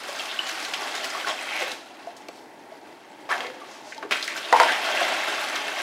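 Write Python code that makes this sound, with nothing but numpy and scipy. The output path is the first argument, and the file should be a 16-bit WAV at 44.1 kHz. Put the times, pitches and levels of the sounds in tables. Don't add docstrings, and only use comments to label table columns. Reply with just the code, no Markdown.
import sys
import numpy as np
from scipy import signal
from scipy.fft import rfft, irfft
from scipy.io import wavfile

SR = 44100
rng = np.random.default_rng(int(sys.argv[2]) if len(sys.argv) > 2 else 0)


def inscribe(sig):
    pcm = np.round(np.clip(np.atleast_2d(sig).T, -1, 1) * 32767)
    wavfile.write(sys.argv[1], SR, pcm.astype(np.int16))


N = 256662
HZ = np.fft.rfftfreq(N, 1 / SR)


def stream():
    # f/Hz, level/dB
    tone = [(59, -72), (100, -42), (162, -22.5), (279, -7.5), (513, -8), (582, 1.5), (718, 1.5), (1000, -1),
            (1110, -3.5), (1290, -4.5), (1490, -3), (2990, -8), (3460, -9.5), (10700, -29.5),
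            (15000, -35.5)]
    drumming = unit(drops(1500, 2.5)) + amp(-8) * froth(283.8, 1421, per_s=350, spread_db=.5, cycles=49)
    splashing = unit(drops(3500, 2.2))
    splashing += amp(-9.5) * froth(1192, 4330, per_s=1300, spread_db=3.5, cycles=32)
    fizz = amp(-2) * froth(3800, 14000, per_s=1800, spread_db=3.5, cycles=50, count=28)
    pings = amp(-8.5) * froth(3920, 12460, per_s=260, spread_db=2, cycles=84, count=24)
    spray = unit(drops(7000, 1.4)) + fizz + pings
    jumps = spatter(per_s=26, fade_s=.011)
    clumps_db = .8 * wander(rate_hz=14)
    # texture, low edge/Hz, high edge/Hz, spatter depth/dB
    layers = [(drumming, 120, 1300, 2), (splashing, 1300, 4000, 4), (spray, 4000, 16000, 6.4)]
    out = np.zeros(N)
    for (grains, lo, hi, spatter_db), gain in zip(layers, flow()):
        band = 1 / np.sqrt((1 + (lo / (HZ + 1)) ** 10) * (1 + (HZ / hi) ** 10))
        uneven = grains * amp(clumps_db + spatter_db * jumps)
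        out += gain * unit(tub(colour(uneven, band * amp(read(tone, HZ)))))
    return out


def flow():
    # t/s, splash level/dB
    first_pour = [(0, -41), (.2, -36.5), (.55, -36), (.7, -37), (1.2, -35.5), (1.41, -35.5), (1.6, -35),
                  (1.72, -36), (1.79, -62)]
    # t/s, splash level/dB
    lull = [(1.76, -50), (1.9, -52.5), (2.1, -52.5), (2.5, -60), (2.72, -56.5), (3.25, -55.5),
            (3.58, -51.5), (3.7, -47), (4.1, -57.5)]
    # t/s, splash level/dB
    second_pour = [(4.11, -45), (4.5, -36), (4.56, -27), (4.71, -25.5), (4.78, -30), (5.03, -25.5),
                   (5.16, -28.5), (5.48, -33), (5.66, -32), (5.82, -32)]
    # t/s, rise/s, splash level/dB, drum vs splash/dB, spray vs splash/dB
    surges = [(.075, 0.018, -38, -14, 0.5), (.185, .022, -40.5, -13, -0.5), (.478, 0.018, -34.5, -17, -2.5),
              (.605, 0.019, -40.5, -4, 1.5), (.81, 0.021, -42.5, 9.5, -1), (.935, 0.016, -34.5, -6.5, -5),
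              (1.025, 0.03, -35.5, -3, -4), (1.265, 0.018, -27.5, -1.5, -7.5),
              (1.595, 0.014, -35.5, 2.5, -4), (2.31, .04, -62, -6, 7), (3.289, 0.027, -32, -1.5, -6.5),
              (3.372, .012, -39, 5, -13), (3.405, 0.02, -40, 4, -6.5), (4.108, 0.012, -30.5, 3, -6.5),
              (4.14, 0.02, -30.5, -19.5, -8.5), (4.222, 0.017, -42.5, -11, 4), (4.36, 0.013, -41, -8, 2.5),
              (5.27, 0.014, -30, -4.5, -5), (5.39, 0.027, -31.5, -8, -5.5)]
    thin_db, spray_slope = -38, .21
    t, power = np.arange(N) / SR, np.zeros((3, N))
    for curve, drum_db, spray_db in [(first_pour, -4, -5.5), (lull, 1, -10), (second_pour, -3.5, -7)]:
        db = np.interp(t, *np.transpose(curve))
        inside_s = np.minimum(t - curve[0][0], curve[-1][0] - t)
        gate = np.clip(1 + inside_s / .03, 0, 1)
        power += (gate * amp([db + drum_db, db, db + spray_db + spray_slope * (thin_db - db)])) ** 2
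    for s, rise, db, drum_db, spray_db in surges:
        age = np.clip((t - s) / rise, 0, 20)
        power += np.outer(amp([db + drum_db, db, db + spray_db]), age * np.exp(1 - age)) ** 2
    return np.sqrt(power)


def drops(per_s, spread_db):
    size = amp(spread_db * np.minimum(rng.exponential(1, N), 4))
    return size * rng.choice([-1, 1], N) * (rng.random(N) < per_s / SR)


def bubble(hz, t60, rise, onset_s):
    t = np.arange(int(t60 * SR) + 2) / SR
    chirp = np.sin(2 * np.pi * hz * t * (1 + rise * t / t60 / 2))
    return chirp * dying(t, t60) * (1 - np.exp(-t / onset_s))


def froth(lo_hz, hi_hz, per_s, spread_db, cycles, count=20):
    out, steps = np.zeros(N), np.arange(0, N + 1500, 1500)
    for hz in np.geomspace(lo_hz, hi_hz, count) * rng.uniform(.96, 1.04, count):
        ring = bubble(hz, cycles / hz, rise=.12, onset_s=.46 / hz)
        cluster_db = 2.34 * np.interp(np.arange(N), steps, rng.standard_normal(len(steps)))
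        births = drops(per_s / count, spread_db) * amp(cluster_db)
        out += np.sqrt(hz) * unit(signal.oaconvolve(births, ring)[:N])
    return unit(out)


def spatter(per_s, fade_s):
    blobs = rng.random(N) * (rng.random(N) < per_s / SR)
    return signal.lfilter([1], [1, -np.exp(-1 / SR / fade_s)], blobs)


def tub(x):
    # f/Hz, width/Hz, lift/dB
    modes = [(318, 440, 2.5), (710, 49, 4), (1138, 47, 5.5), (1464, 53, 1), (2680, 81, 3.5),
             (3176, 14, 7.5)]
    return x + sum((amp(db) - 1) * signal.lfilter(*signal.iirpeak(hz, hz / width, SR), x)
                   for hz, width, db in modes)


def gurgles():
    # t/s, length/s, level/dB, centre f/Hz
    clouds = [(.28, 0.07, -35.5, 3350), (1.45, 0.24, -32, 2270), (3.296, .05, -24.5, 1110),
              (3.304, .06, -24.5, 1650), (3.301, 0.12, -33.5, 750), (3.396, 0.11, -38.5, 485),
              (3.428, 0.062, -39, 2040), (4.025, 0.046, -36, 402), (4.283, 0.068, -34, 2140),
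              (4.421, 0.051, -35, 3420), (4.671, 0.051, -23.5, 1610)]
    out, births_per_s = np.zeros(N), 2500
    for s, length, db, hz in clouds:
        shape = swell(length)
        births = rng.standard_normal(len(shape)) * (rng.random(len(shape)) < births_per_s / SR)
        add(out, s, amp(db) * shape * tint(births, hz, octaves=.28))
    return out


def plops():
    # t/s, level/dB, f/Hz
    bubbles = [(.088, -28, 568), (.391, -6, 2906), (1.043, -23, 1920), (1.149, -22, 1120),
               (1.168, -22, 1200), (1.211, -19, 2970), (1.246, -21, 1475), (1.39, -24, 2530),
               (1.622, -28, 506), (2.072, -27, 685), (2.203, -36, 833), (2.719, -36.5, 640),
               (3.498, -31, 505), (3.616, -31, 1150), (3.98, -28, 868), (4.36, -23.5, 1513),
               (5.012, -19, 699)]
    out, cycles = np.zeros(N), 60
    for s, db, hz in bubbles:
        add(out, s, amp(db) * bubble(hz, cycles / hz, rise=.1, onset_s=.0007))
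    return out * (1 + .3 * wander(rate_hz=160))


def slaps():
    # t/s, level/dB, centre f/Hz, width/octaves, t60/s
    blobs = [(0.194, -21, 3040, 0.37, 0.068), (.649, -18.5, 3270, 0.7, .04), (.736, -14, 2550, 0.84, 0.064),
             (1.102, -24, 5500, 0.46, 0.033), (1.043, -21, 5000, .9, 0.032),
             (1.716, -20.5, 4030, .72, 0.044), (2.166, -38.5, 5770, 0.7, 0.094),
             (2.287, -28.5, 520, 0.59, 0.061), (2.285, -25, 3470, 1.2, 0.018),
             (3.29, -21, 1010, 0.79, .036), (3.378, -21.5, 3000, .77, .018), (3.405, -20, 2200, 0.85, .043),
             (3.466, -25.5, 3500, 0.7, 0.027), (3.501, -22.5, 1100, 1.1, 0.018),
             (3.922, -25, 1970, .25, 0.076), (3.946, -29.5, 4000, .76, .02), (3.979, -29, 4500, .6, .017),
             (4.026, -21.5, 1090, .72, 0.067), (4.1097, -16, 1490, 1.33, 0.15),
             (4.122, -11, 2260, 0.6, 0.084), (4.226, -16, 4220, 0.36, .04), (4.278, -13, 2000, 0.29, 0.037),
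             (4.277, -14.5, 5700, 0.44, 0.012), (4.721, -9.5, 2500, 1.3, 0.012)]
    out = np.zeros(N)
    for s, db, hz, octaves, t60 in blobs:
        add(out, s, amp(db) * burst(hz, octaves, t60))
    return tub(out)


def knocks():
    # t/s, ring level/dB, crack level/dB, crack f/Hz, tick level/dB
    strikes = [(4.5260, -9.5, -0.5, 1000, -10), (4.5992, -10.5, -.7, 1600, -9)]
    # f/Hz, level/dB, t60/s
    modes = [(316, -30, 0.12), (455, -17, 0.28), (499, -6, 0.11), (674, -1.5, 0.084), (746, -1, 0.096),
             (868, -5.5, 0.49), (926, -2, 0.22), (952, 0.5, 0.18), (1036, -5.5, 0.22), (1420, -8, 0.076),
             (1502, -18.5, 0.28), (1930, 5.5, 0.027), (2000, -5, 0.041)]
    # delay/s, level/dB
    echoes = [(.0029, -19), (.0055, -35), (0.013, -14), (0.0163, -12), (.036, -8.5)]
    out, t = np.zeros(N), np.arange(SR // 2) / SR
    ring = sum(amp(db) * dying(t, t60) * np.sin(2 * np.pi * hz * t) for hz, db, t60 in modes)
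    for s, ring_db, crack_db, crack_hz, tick_db in strikes:
        add(out, s, amp(ring_db) * ring * (1 - np.exp(-t / .0024)))
        add(out, s, amp(tick_db) * burst(4600, octaves=.58, t60=.022))
        age = t * crack_hz / .6
        crack = amp(crack_db) * np.sin(2 * np.pi * crack_hz * t) * age * np.exp(1 - age)
        for delay, db in [(.0006, 0)] + echoes:
            add(out, s + delay, amp(db) * crack)
    return out


def clothing():
    # t/s, length/s, level/dB
    rustles = [(3.658, 0.17, -50.5), (3.817, 0.17, -49)]
    out = np.zeros(N)
    for s, length, db in rustles:
        shape = swell(length)
        add(out, s, amp(db) * shape * tint(rng.standard_normal(len(shape)), hz=5450, octaves=.53))
    return out


def room(x):
    # f/Hz, t60/s
    decay = [(150, 0.87), (600, 0.42), (2000, 0.43), (5000, 0.66), (14000, 0.52)]
    taps_per_s, predelay_s = 3000, .004
    taps = rng.choice([-1., 1.], SR) * (rng.random(SR) < taps_per_s / SR)
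    taps *= np.arange(SR) > predelay_s * SR
    hz, t, bands = signal.stft(taps, SR, nperseg=256)
    _, tail = signal.istft(bands * dying(t, read(decay, hz)[:, None]), SR, nperseg=256)
    return signal.fftconvolve(x, tail / np.linalg.norm(tail))[:N]


def fan():
    # f/Hz, level/dB
    tone = [(18, -72), (30, -59), (99, -16), (180, -11), (304, 2.5), (394, 0), (511, -4), (774, -1.5),
            (905, 2), (1090, -17), (1690, -11.5), (1970, -12), (3680, -31), (10200, -32), (15000, -39)]
    level_db = -47.5 + 1.4 * wander(rate_hz=6.4)
    return amp(level_db) * unit(colour(rng.standard_normal(N), amp(read(tone, HZ))))


def burst(hz, octaves, t60):
    t = np.arange(SR // 5) / SR
    noise = tint(rng.standard_normal(len(t)), hz, octaves)
    return noise * dying(t, t60) * (1 - np.exp(-t / .0005)) / 2


def tint(x, hz, octaves):
    f = np.fft.rfftfreq(len(x), 1 / SR) + 1
    band = (1 + (np.log2(f / hz) / octaves) ** 2 / 2) ** -1.5
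    return unit(irfft(rfft(x) * band / (1 + (f / 8000) ** 2), len(x)))


def swell(length):
    t = np.arange(SR // 5) / SR
    return np.sin(np.pi * np.minimum(t / length, 1))


def dying(t, t60):
    return np.exp(-np.log(1000) * t / t60)


def wander(rate_hz):
    return unit(colour(rng.standard_normal(N), np.exp(-(HZ / rate_hz) ** 2)))


def colour(x, gain):
    return irfft(rfft(x) * gain, N)


def read(points, hz):
    f, value = np.transpose(points)
    return np.interp(np.log(hz + 1), np.log(f + 1), value)


def add(mix, s, sound):
    part = mix[max(round(s * SR), 0):][:len(sound)]
    part += sound[:len(part)]


def amp(db):
    return 10 ** (np.asarray(db) / 20)


def unit(x):
    return x / np.sqrt(np.mean(x ** 2) + 1e-20)


def scene():
    # f/Hz, side vs mid/dB
    width = [(30, -10), (120, -31), (500, -25.5), (1000, -33), (2000, -30), (4000, -74), (12000, -61)]
    # f/Hz, left vs right/dB
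    balance = [(60, 0), (250, 1.0), (1000, .55), (4000, 0)]
    low_cut = signal.butter(3, 276, "highpass", fs=SR, output="sos")
    water = stream() + gurgles()
    splats = signal.sosfilt(low_cut, plops() + slaps())
    hits = signal.sosfilt(low_cut, knocks())
    walls = room(amp(-6.5) * water + amp(-6) * splats + amp(-10) * hits)
    mid = water + splats + hits + walls + clothing() + fan()
    side = colour(room(mid), amp(read(width, HZ))) + amp(-23) * fan() + amp(-32) * room(hits)
    lean = amp(read(balance, HZ) / 2)
    return np.array([colour(mid + side, lean), colour(mid - side, 1 / lean)])


def record(dry):
    rounded = dry / (1 + dry ** 16) ** (1 / 16)
    low_pass = signal.firwin(511, 15900, window=("kaiser", 9), fs=SR)
    return signal.oaconvolve(rounded, low_pass[None], "same")


dry = scene()
out = record(dry)
inscribe(out)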